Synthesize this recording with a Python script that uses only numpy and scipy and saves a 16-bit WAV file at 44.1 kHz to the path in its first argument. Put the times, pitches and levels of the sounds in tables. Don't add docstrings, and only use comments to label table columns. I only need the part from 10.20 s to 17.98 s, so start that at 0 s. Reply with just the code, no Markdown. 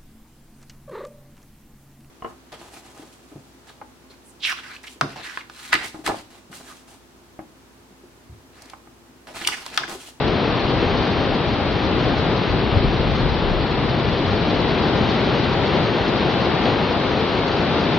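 import sys
import numpy as np
from scipy import signal
from scipy.fft import rfft, irfft, next_fast_len
from scipy.io import wavfile
from scipy.ndimage import uniform_filter1d

SR = 44100
rng = np.random.default_rng(int(sys.argv[2]) if len(sys.argv) > 2 else 0)


def gain_from_db(level_db):
    decades = np.asarray(level_db, float) / 20
    return 10 ** decades


def generate_wav(sig):
    pcm = np.round(np.clip(np.atleast_2d(sig).T, -1, 1) * 32767).astype(np.int16)
    wavfile.write(sys.argv[1], SR, pcm)


N = 343098

# (time [s], flow [dB])
FLOW = [(0, -0.5), (.9, .3), (1.4, -1), (1.9, 0.2), (2.3, -0.1), (2.6, 0.6), (3.5, -1), (4.3, 0.2),
        (4.8, 0.94), (5.3, 0), (5.7, 0), (6.2, 0), (6.8, -1), (7.3, -1.1), (7.78, 0)]
# (time [s], lift [dB])
GUSHES = [(.65, 1), (4.55, 0), (4.9, 1), (5.15, 1), (5.45, 1.5), (5.57, 1.5), (6.03, 1), (6.48, 2),
          (7.55, 1), (1.85, 0.5), (4.38, 0)]
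# (frequency [Hz], density [dB per Hz])
SURF_COLOUR = [(15, -37), (25, -11.5), (38, -0.5), (140, 6.5), (385, 2), (587, -7.5), (815, -10),
               (1640, -20.5), (3600, -19), (4300, -21.5), (4900, -29), (5670, -38.5), (6300, -43),
               (7000, -49), (7500, -86.5)]
# (frequency [Hz], coherence [0-1])
LIKENESS = [(25, .97), (140, .98), (400, .92), (1000, .83), (1600, .72), (3100, .76), (3900, .3),
            (4400, .47), (5100, .12), (6000, .06)]
# (frequency [Hz], t60 [s])
VAULT_T60 = [(100, 0.66), (1000, 1.22), (6000, 0.55)]
# (time [s], pressure [dB])
SWELL_PRESSURE = [(0, -38.5), (.1, -38.5), (.5, -37), (1.2, -35), (1.7, -37.5), (2, -33), (2.15, -37),
                  (2.3, -34.5), (2.7, -28), (3.4, -33), (3.9, -34.5), (5.05, -39), (5.7, -39), (6.2, -43),
                  (7.1, -44.5), (7.78, -43.5)]
# (time [s], peak [dB], pitch [Hz], swings [cycles], push or pull [+1/-1])
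BREAKERS = [
    (2.315, -19, 56, 1.6, 1),
    (2.570, -7, 95, .7, 1),
    (2.652, -11, 150, .6, -1),
    (2.668, -16, 95, .9, 1),
    (2.675, -21, 40, 1.2, 1),
    (3.045, -19, 42, 1.2, 1),
    (3.31, -21, 36, 3, 1),
]
# (frequency [Hz], level [dB rms])
WHINE_LINES = [(10336, -90.5), (11714, -98)]
# (frequency [Hz], level [dB])
PORT_LEVEL = [(25, 4.5), (60, 5), (170, 2), (470, 4), (1000, 4), (2200, 4), (3700, 0), (4100, -0.5),
              (4700, 2.5), (5600, 8), (6100, 4.5), (6600, 5.5)]
# (frequency [Hz], phase [rad])
PORT_LEAD = [(20, 1.5), (55, .92), (140, .39), (300, .07), (600, -.09), (2600, -.02), (3600, -.4),
             (3900, -.8), (4150, -2.5), (4900, -2.5), (5400, -1.5)]
# (frequency [Hz], step [dB])
ROUNDING_STEP = [(4000, -110), (5400, -86), (5850, -72), (6150, -68), (6370, -65), (6400, -73), (6800, -72),
                 (7000, -68)]
# (start [s], end [s])
INTACT = [(1.625, 1.64), (1.98, 2.0), (2.955, 2.972), (4.41, 4.425), (4.545, 4.56), (5.42, 5.435),
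          (6.34, 6.355), (6.725, 6.74)]
# (start [s], length [frames])
MERGED_SPELLS = [(.08, 5), (.59, 4), (.91, 3), (1.52, 3), (1.89, 2), (2.16, 3), (2.39, 4), (2.63, 3),
                 (2.81, 2), (3.19, 5), (3.7, 2), (4.49, 2), (4.76, 3), (5.05, 3), (5.23, 2), (5.46, 2),
                 (5.65, 5), (5.98, 3), (6.44, 6), (6.9, 2), (7.09, 2)]

ROAR_DB, CHURN_DB, FOAM_DB = -25, -27, -31
ROAR_DB_PER_DB, CHURN_DB_PER_DB, FOAM_DB_PER_DB = 1.6, .57, .77
GUSH_RISE_S, GUSH_FALL_S = .03, .057
CALM_DB = -38
RUMBLE_DB, RUMBLE_DB_PER_SWELL_DB, RUMBLE_DB_PER_FLOW_DB = -26.5, .2, .8
DUCK_DB_PER_DB, DUCK_S = .17, .3
FRAME_SAMPLES, FIRST_FRAME_S, STEP_BAND_HZ = 2048, .035, 240
BLIP_SHARE, WHINE_SHARE, MIRROR_SHARE = .7, .66, .36
MERGING_FREES, FOAM_COSTS_PER_DB = 2.5, .8


def whitewater():
    _, flow_db, duck_db = levels()
    near = bursts(count=30000, spread_db=3)
    far = rng.standard_normal((2, N))
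    source = gain_from_db(-9.5) * near + gain_from_db(-11.5) * vault(near) + far
    source = patchy(source, patchy_db=.12)
    roar_db = ROAR_DB + ROAR_DB_PER_DB * flow_db + .6 * duck_db
    churn_db = CHURN_DB + CHURN_DB_PER_DB * flow_db + 1.2 * duck_db
    foam_db = FOAM_DB + FOAM_DB_PER_DB * flow_db + duck_db
    roar = gain_from_db(roar_db) * water(source, 170, 493)
    churn = gain_from_db(churn_db) * water(source, 567, 1600)
    foam = gain_from_db(foam_db) * water(source, 1450, 12000)
    return roar + churn + foam


def bursts(count, spread_db):
    when, size, sign = rng.random((3, 2, count))
    pops = gain_from_db(-spread_db * np.log(size + 1e-4)) * np.sign(sign - .5)
    showers = [np.bincount((w * N).astype(int), p, N) for w, p in zip(when, pops)]
    return unit(np.array(showers))


def vault(x):
    hz, t, z = signal.stft(rng.standard_normal((2, SR)), SR, nperseg=256)
    decay = gain_from_db(-60 * t / along(VAULT_T60, hz)[:, None])
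    tail = signal.istft(z * decay, SR, nperseg=256)[1]
    return signal.fftconvolve(x, tail / np.linalg.norm(tail[0]), axes=1)[:, :N]


def patchy(x, patchy_db):
    z = signal.stft(x, nperseg=1024)[2]
    field = uniform_filter1d(rng.standard_normal(z.shape[1:]), size=14, axis=0)
    field = uniform_filter1d(field, size=6, axis=1)
    return signal.istft(z * gain_from_db(patchy_db * unit(field)), nperseg=1024)[1][:, :N]


def swell():
    boom_db, flow_db, _ = levels()
    rumble_db = RUMBLE_DB + RUMBLE_DB_PER_SWELL_DB * (boom_db - CALM_DB) + RUMBLE_DB_PER_FLOW_DB * flow_db
    air = rng.standard_normal((2, N))
    return gain_from_db(boom_db) * water(air, 8, 55) + gain_from_db(rumble_db) * water(air, 66, 179)


def thumps():
    out = np.zeros(N)
    t = np.arange(N) / SR
    for s, db, hz, swings, sign in BREAKERS:
        cycles = (t - s) * hz
        out += sign * gain_from_db(db) * np.exp(-(cycles / swings) ** 2) * np.cos(2 * np.pi * cycles)
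    return out


def water(source, low_hz, high_hz):
    def mid_side(hz):
        turn = np.arccos(np.clip(along(LIKENESS, hz), 0, 1)) / 2
        share = np.sqrt(below(hz, high_hz) * (1 - below(hz, low_hz)))
        return gain_from_db(along(SURF_COLOUR, hz)) * share * [np.cos(turn), np.sin(turn)]

    mid, side = filtered(source, mid_side)
    return np.array([mid + side, mid - side]) / np.std(mid)


def levels():
    (boom_db,), (flow_db,) = curves(SWELL_PRESSURE), curves(FLOW)
    duck_db = -DUCK_DB_PER_DB * uniform_filter1d(boom_db - CALM_DB, size=round(DUCK_S * SR) + 1)
    t = np.arange(N) / SR
    for s, lift_db in GUSHES:
        width_s = np.where(t < s, GUSH_RISE_S, GUSH_FALL_S)
        flow_db = flow_db + lift_db * np.exp(-((t - s) / width_s) ** 2)
    return boom_db, flow_db, duck_db


def whine(kept, mirror_kept):
    (hz, db), (mirror_hz, mirror_db) = WHINE_LINES
    t = np.arange(N) / SR
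    main = gain_from_db(db + 8) * kept * np.sin(2 * np.pi * hz * t)
    mirror = gain_from_db(mirror_db + 14) * mirror_kept * np.sin(2 * np.pi * mirror_hz * t)
    return main + mirror


def starved(x, scatter_db, band_db):
    hz, _, z = signal.stft(x, SR, 'cosine', 2 * FRAME_SAMPLES)
    drift = unit(uniform_filter1d(rng.standard_normal(z.shape[2]), size=2))
    band = (hz // STEP_BAND_HZ).astype(int)
    own = unit(uniform_filter1d(rng.standard_normal((band[-1] + 1, z.shape[2])), size=3))[band]
    step = gain_from_db(along(ROUNDING_STEP, hz)[:, None] + scatter_db * drift + band_db * own)
    size = np.abs(z) + 1e-12
    z = z / size * step * np.floor(size / step + .4)
    rounded = signal.istft(z, SR, 'cosine', 2 * FRAME_SAMPLES)[1][:, :N]
    return rounded + spells(INTACT, fade_s=.008) * (x - rounded)


def merged(x, merging):
    treble = filtered(x, lambda hz: (hz > 4000) & (hz < 6600))
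    lift = [(4000, 3), (4350, 4.2), (5200, 2.9)]  # (Hz, dB)
    both = filtered(treble.mean(axis=0), lambda hz: gain_from_db(along(lift, hz)))
    turn = merging * np.pi / 2
    return x - treble + np.cos(turn) * treble + np.sin(turn) * both


def choices():
    first = round(FIRST_FRAME_S * SR)
    starts = np.arange(first, N, FRAME_SAMPLES)
    blip, luck = rng.random(len(starts)), rng.standard_normal(len(starts))
    spell = np.zeros(len(starts))
    for s, frames in MERGED_SPELLS:
        spell[round((s - FIRST_FRAME_S) * SR / FRAME_SAMPLES):][:frames] = 1
    lone = (blip < BLIP_SHARE) & (blip < np.roll(blip, 1)) & (blip < np.roll(blip, -1))
    merging = (spell > 0) | lone & (uniform_filter1d(spell, size=3) < .1)
    _, flow_db, duck_db = levels()
    freed = MERGING_FREES * uniform_filter1d(spell, size=5, origin=1)
    spare = luck + freed - FOAM_COSTS_PER_DB * (flow_db + duck_db)[starts]
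    picks = [merging] + [spare > np.quantile(spare, 1 - share) for share in (WHINE_SHARE, MIRROR_SHARE)]
    held = np.pad(np.repeat(picks, FRAME_SAMPLES, axis=1), [(0, 0), (first, 0)])[:, :N]
    return uniform_filter1d(held * 1., size=FRAME_SAMPLES * 3 // 4)


def spells(rows, fade_s):
    on = np.zeros(N)
    for start, end in rows:
        on[round(start * SR):round(end * SR)] = 1
    return uniform_filter1d(on, size=round(fade_s * SR))


def unit(x):
    return x / np.sqrt(np.mean(x ** 2) + 1e-20)


def along(points, hz):
    f, v = np.transpose(points)
    return np.interp(np.log(hz + 1), np.log(f + 1), v)


def curves(rows):
    s, *cols = np.transpose(rows)
    return [np.interp(np.arange(N) / SR, s, c) for c in cols]


def filtered(x, response):
    m = next_fast_len(N + SR // 2)
    return irfft(rfft(x, m) * response(np.fft.rfftfreq(m, 1 / SR)), m)[..., :N]


def below(hz, edge_hz):
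    return 1 / (1 + (hz / edge_hz) ** 8)


def scene():
    return whitewater() + swell() + thumps()


def low_pass(x):
    return signal.sosfilt(signal.butter(12, 11800, fs=SR, output="sos"), x)


def record(dry):
    half = np.array([[.5], [-.5]])
    ports = filtered(dry, lambda hz: gain_from_db(half * along(PORT_LEVEL, hz)) * np.exp(-1j * half * along(PORT_LEAD, hz)))
    merging, kept, mirror_kept = choices()
    treble_worn = merged(starved(ports, scatter_db=1.6, band_db=2.5), merging)
    mix = treble_worn + whine(kept, mirror_kept) * gain_from_db(half * 1.5)
    return low_pass(mix)


dry = scene()
out = record(dry)
generate_wav(out)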